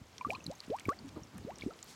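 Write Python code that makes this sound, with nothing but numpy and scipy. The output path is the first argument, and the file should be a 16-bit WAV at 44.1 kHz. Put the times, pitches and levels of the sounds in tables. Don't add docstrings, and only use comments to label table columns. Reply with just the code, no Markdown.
import sys
import numpy as np
from scipy import signal
from scipy.fft import rfft, irfft
from scipy.io import wavfile

SR = 44100
rng = np.random.default_rng(int(sys.argv[2]) if len(sys.argv) > 2 else 0)


def dump(signal):
    limited = np.clip(np.atleast_2d(signal).T, -1, 1)
    pcm = np.round(limited * 32767).astype(np.int16)
    wavfile.write(sys.argv[1], SR, pcm)


N = 85995
TIME = np.arange(N) / SR
CUTOFF_HZ = 16200
WOBBLE_DB, WOBBLE_HZ = 1.5, 110


def from_db(db):
    return 10 ** (np.asarray(db) / 20)


def rms_one(x):
    return x / np.sqrt(np.mean(x ** 2) + 1e-20)


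def in_time(rows):
    return np.interp(TIME, *np.transpose(rows))


def since(start):
    return np.maximum(TIME - start, 0)


def fade(age, t60):
    return np.exp(-np.log(1000) * age / t60)


def below(x, limit):
    return 1 / (1 + (x / limit) ** 10)


def tone(hz, age):
    return np.sin(2 * np.pi * np.cumsum(hz * np.minimum(age * SR, 1)) / SR)


def drift(hz):
    lowpass = signal.butter(2, hz, fs=SR, output="sos")
    return rms_one(signal.sosfilt(lowpass, rng.standard_normal(2 * N))[N:])


def coloured_noise(colour):
    hz, db = np.transpose(colour)
    bins = np.maximum(np.fft.rfftfreq(N, 1 / SR), 1)
    gain = from_db(np.interp(np.log(bins), np.log(hz), db)) * np.minimum(bins / hz[0], 1) ** 2
    return rms_one(irfft(rfft(rng.standard_normal(N)) * gain, N))


def bubble_cloud(per_s, low_hz, high_hz, cycles, spread_db, tilt_db, count=24):
    sizes = from_db(spread_db * np.minimum(rng.exponential(1, N), np.pi)) * rng.choice([-1, 1], N)
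    born = rng.random(N) < per_s / SR
    resonator = rng.integers(0, count, N)
    out = 0
    for k, hz in enumerate(np.geomspace(low_hz, min(high_hz, CUTOFF_HZ), count)):
        r, w = fade(1 / SR, cycles / hz), 2 * np.pi * hz / SR
        kicks = sizes * born * (resonator == k) + 1e-18
        ring = signal.lfilter([0, np.sin(w)], [1, -2 * r * np.cos(w), r * r], kicks)
        out = out + from_db(tilt_db * np.log2(hz / low_hz)) * ring
    return rms_one(out)


def ripples():
    # time in seconds, gain in dB.
    fader = [(0.0, -64), (0.3, -61.5), (0.814, -60.5), (1.286, -62.5), (1.95, -60.5)]
    # frequency in Hz, relative level in dB.
    colour = [(180, -15), (300, -2), (425, 0), (1080, 1.5), (1250, -1), (1660, -3), (1970, -3),
              (7200, -11.5), (9500, -20.5), (16000, -26)]
    fizz = bubble_cloud(per_s=410, low_hz=4000, high_hz=14900, cycles=40, spread_db=4.5, tilt_db=-4)
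    drops = bubble_cloud(per_s=82, low_hz=5500, high_hz=14100, cycles=31, spread_db=-0.5, tilt_db=-7.5)
    hiss = coloured_noise(colour)
    return from_db(in_time(fader)) * (from_db(0.5) * hiss + from_db(-10) * fizz + from_db(-16) * drops)


def slosh():
    # time in seconds, gain in dB.
    rumble_fader = [(0.0, -57.5), (0.102, -67.5), (0.238, -64), (0.266, -49), (0.418, -65), (0.488, -45.5),
                    (0.53, -60), (0.63, -70.5), (0.706, -47), (0.754, -71), (0.82, -59), (0.938, -64.5),
                    (1.21, -52), (1.314, -66), (1.352, -48), (1.44, -54), (1.5, -60.5), (1.6, -61),
                    (1.666, -45), (1.704, -72.5), (1.95, -63)]
    # frequency in Hz, relative level in dB.
    colour = [(34, -51), (58, 0.5), (95, 8), (150, -1), (280, -1.5), (450, -20), (900, -23), (1800, -44.5)]
    # time in seconds, level in dB.
    churn_level = [(0, -67), (.2, -63), (.37, -55.5), (.6, -69.5), (.97, -60.5), (1.05, -53.5),
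                   (1.13, -61.5), (1.18, -54), (1.28, -67), (1.38, -59), (1.58, -58), (1.8, -64.5),
                   (1.95, -64)]
    cap_db, trim_db = -43.5, -0.5
    rumble = from_db(np.minimum(in_time(rumble_fader), cap_db) + trim_db) * coloured_noise(colour)
    churn = bubble_cloud(per_s=350, low_hz=185, high_hz=635, cycles=6.4, spread_db=1, tilt_db=0.5)
    return rumble + from_db(in_time(churn_level)) * churn


def splashes():
    # time of the peak in seconds, centre pitch in Hz, level in dB,
    # half length in seconds, drops per second.
    puffs = [(0.161, 3300, -64, 0.021, 8000), (0.311, 7300, -56, 0.015, 950),
             (0.638, 3080, -56.5, 0.014, 1900), (0.808, 2140, -55, 0.0077, 1200),
             (0.883, 9500, -67, 0.035, 320), (1.086, 4000, -58.5, 0.0062, 3600),
             (1.177, 674, -52.5, 0.021, 2700), (1.352, 1170, -59.5, 0.03, 1260),
             (1.616, 3400, -57.5, 0.033, 2500), (1.905, 5400, -55.5, 0.038, 10700)]
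    width = 1.57
    out = 0
    for peak, hz, db, half_length, per_s in puffs:
        swell = np.exp(-((TIME - peak) / half_length) ** 2)
        spray = bubble_cloud(per_s, hz / width, hz * width, 7.1, spread_db=4.5, tilt_db=3, count=10)
        out = out + from_db(db) * swell * spray
    return out


def pops():
    # start in seconds, centre pitch in Hz, peak level in dB.
    bursts = [(0.1812, 3160, -34), (0.3084, 8000, -48.5), (0.3333, 4660, -38), (0.4653, 6350, -35),
              (0.514, 4470, -36.5), (0.6041, 5200, -40), (0.7028, 2350, -45), (0.765, 6300, -41.5),
              (0.786, 2070, -40.5), (0.797, 5700, -36.5), (0.8542, 9500, -44.5), (0.8904, 1470, -33.5),
              (0.8911, 4800, -38.5), (.9015, 9900, -41.5), (1.09, 3760, -44), (1.3799, 7850, -42),
              (1.383, 1680, -44), (1.506, 1890, -42), (1.585, 5100, -40), (1.736, 3000, -45),
              (1.7903, 3250, -43), (1.8281, 4840, -37.5), (1.843, 12000, -42.5)]
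    spray_gain, spray_t60_s = 0.19, 0.018
    width = 1.52
    out = 0
    for start, hz, db in bursts:
        age = since(start)
        begun = (age > 0) * 1.0
        click = np.diff(begun, prepend=0)
        spray = spray_gain * rng.standard_normal(N) * begun * fade(age, spray_t60_s)
        band = signal.butter(2, [hz / width, min(hz * width, CUTOFF_HZ)], "band", fs=SR, output="sos")
        tick = signal.sosfilt(band, click + spray + 1e-18)
        out = out + from_db(db) * tick / np.abs(tick).max()
    return out


def plinks():
    # start in seconds, base pitch in Hz, level in dB,
    # 60 dB decay time in seconds, seconds until the pitch has doubled.
    bubbles = [(.1818, 5600, -40, 0.012, 0.032), (0.21, 999, -30.5, 0.051, 0.066),
               (0.2109, 2340, -36, 0.023, 0.056), (0.2479, 1150, -22.5, 0.054, 0.055),
               (.3040, 2357, -19, 0.015, 0.022), (0.3493, 2436, -34, 0.037, 0.021),
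               (0.3522, 4060, -37, 0.019, 0.033), (.356, 1025, -36.5, 0.049, 0.022),
               (0.4054, 2600, -43, 0.019, 0.035), (0.4416, 5950, -39.5, 0.013, .04),
               (0.4651, 3990, -27, 0.012, 0.045), (0.6039, 4300, -24, 0.0049, .04),
               (.797, 3220, -36.5, 0.0068, .04), (.8065, 2170, -36, 0.0084, .04),
               (.8541, 2273, -31.5, 0.024, 0.094), (0.889, 1123, -24, 0.1, 0.051),
               (0.9894, 4390, -40.5, 0.017, .04), (1.002, 220, -41.5, 0.14, 0.14),
               (1.041, 275, -38.5, 0.11, 0.15), (1.07, 264, -38, .07, .1), (1.1606, 310.5, -36, 0.12, 0.18),
               (1.161, 610, -48, 0.13, 0.16), (1.162, 1210, -46, 0.033, .08),
               (0.552, 6320, -50.5, 0.034, .04), (1.2345, 5540, -39.5, 0.01, .04),
               (1.5575, 5500, -41, 0.011, 0.043), (1.584, 7780, -44, 0.0077, .04),
               (1.6104, 3370, -26, 0.0039, .04), (1.6212, 2244, -32.5, 0.027, 0.029),
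               (1.707, 1305, -41, 0.05, 0.078), (1.8275, 6770, -34, 0.011, 0.044)]
    attack_cycles, sharp_share, settle_s = 0.95, 0.16, 0.00076
    chirp_power, break_share = 3.1, 1.05
    out = 0
    for start, hz, db, t60, doubling in bubbles:
        age = since(start)
        settle = sharp_share * np.exp(-age / settle_s)
        chirp = np.minimum((age / doubling) ** chirp_power, 2)
        attack = (1 - np.exp(-age * hz / attack_cycles)) ** 2
        envelope = attack * fade(age, t60) * below(chirp, break_share)
        wobble = WOBBLE_DB * drift(WOBBLE_HZ) * np.minimum(age * WOBBLE_HZ, 1)
        out = out + from_db(db + wobble) * envelope * tone(hz * (1 + settle + chirp), age)
    return out


def thumps():
    # start in seconds, pitch in Hz, level in dB, periods up to the peak.
    inrushes = [(0.013, 121, -40, 0.34), (0.2667, 270, -35.5, 0.87), (0.2991, 617, -29, 0.9),
                (0.4605, 184, -35, 0.47), (0.4768, 200, -34, 0.5), (0.4831, 165, -34.5, .5),
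                (0.4946, 187, -37, 0.19), (0.6804, 198, -36, 0.35), (0.6996, 264, -29.5, 0.35),
                (0.8629, 149, -34, 0.22), (0.8708, 95, -34.5, 0.71), (0.8841, 311, -21, 0.57),
                (1.1688, 270, -33, 0.6), (1.2127, 139, -45, 0.56), (1.357, 181, -39.5, .9),
                (1.4478, 222, -32, 0.47), (1.636, 252, -31.5, 0.21), (1.6624, 264, -24.5, 0.67)]
    out = 0
    for start, hz, db, cycles in inrushes:
        age = since(start)
        rise = age * hz / cycles
        envelope = (rise * np.exp(1 - rise)) ** 2
        out = out + from_db(db) * envelope * tone(hz, age)
    return out


def glugs():
    # start in seconds, starting pitch in Hz, level in dB,
    # then, all in seconds, attack time, wait from the start until the decay, 60 dB decay time.
    bubbles = [(0.278, 334.8, -39.5, 0.019, 0.072, 0.11), (0.497, 464, -38, 0.0045, .011, 0.097),
               (0.7016, 353, -32.5, 0.002, 0.05, 0.08), (0.8886, 328, -42, 0.0027, 0.038, 0.038),
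               (1.459, 327.4, -40, 0.012, 0.038, 0.15), (1.6637, 266.4, -33.5, 0.0065, 0.0036, 0.15)]
    octaves_per_s, ceiling_hz, fade_out_hz = 27.46, 1287, 1150
    waver_share = 0.025
    out = 0
    for start, hz, db, attack, hold, t60 in bubbles:
        age = since(start)
        climb = hz * 2 ** np.minimum(octaves_per_s * age, np.e)
        pitch = climb / (1 + (climb / ceiling_hz) ** 6) ** (1 / 6)
        envelope = np.minimum(age / attack, 1) * fade(since(start + hold), t60)
        gain = from_db(db + WOBBLE_DB * drift(WOBBLE_HZ)) * below(pitch, fade_out_hz)
        waver = 1 + waver_share * drift(WOBBLE_HZ)
        out = out + gain * envelope * tone(pitch * waver, age)
    return out


def scene():
    return (glugs() + thumps() + plinks() + pops() + splashes() + slosh() + ripples())[None]


def record(dry):
    low_cut = signal.butter(6, 41, "high", fs=SR, output="sos")
    high_cut = signal.ellip(10, .1, 70, CUTOFF_HZ, fs=SR, output="sos")
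    return signal.sosfilt(high_cut, signal.sosfilt(low_cut, dry))


dry = scene()
out = record(dry)
dump(out)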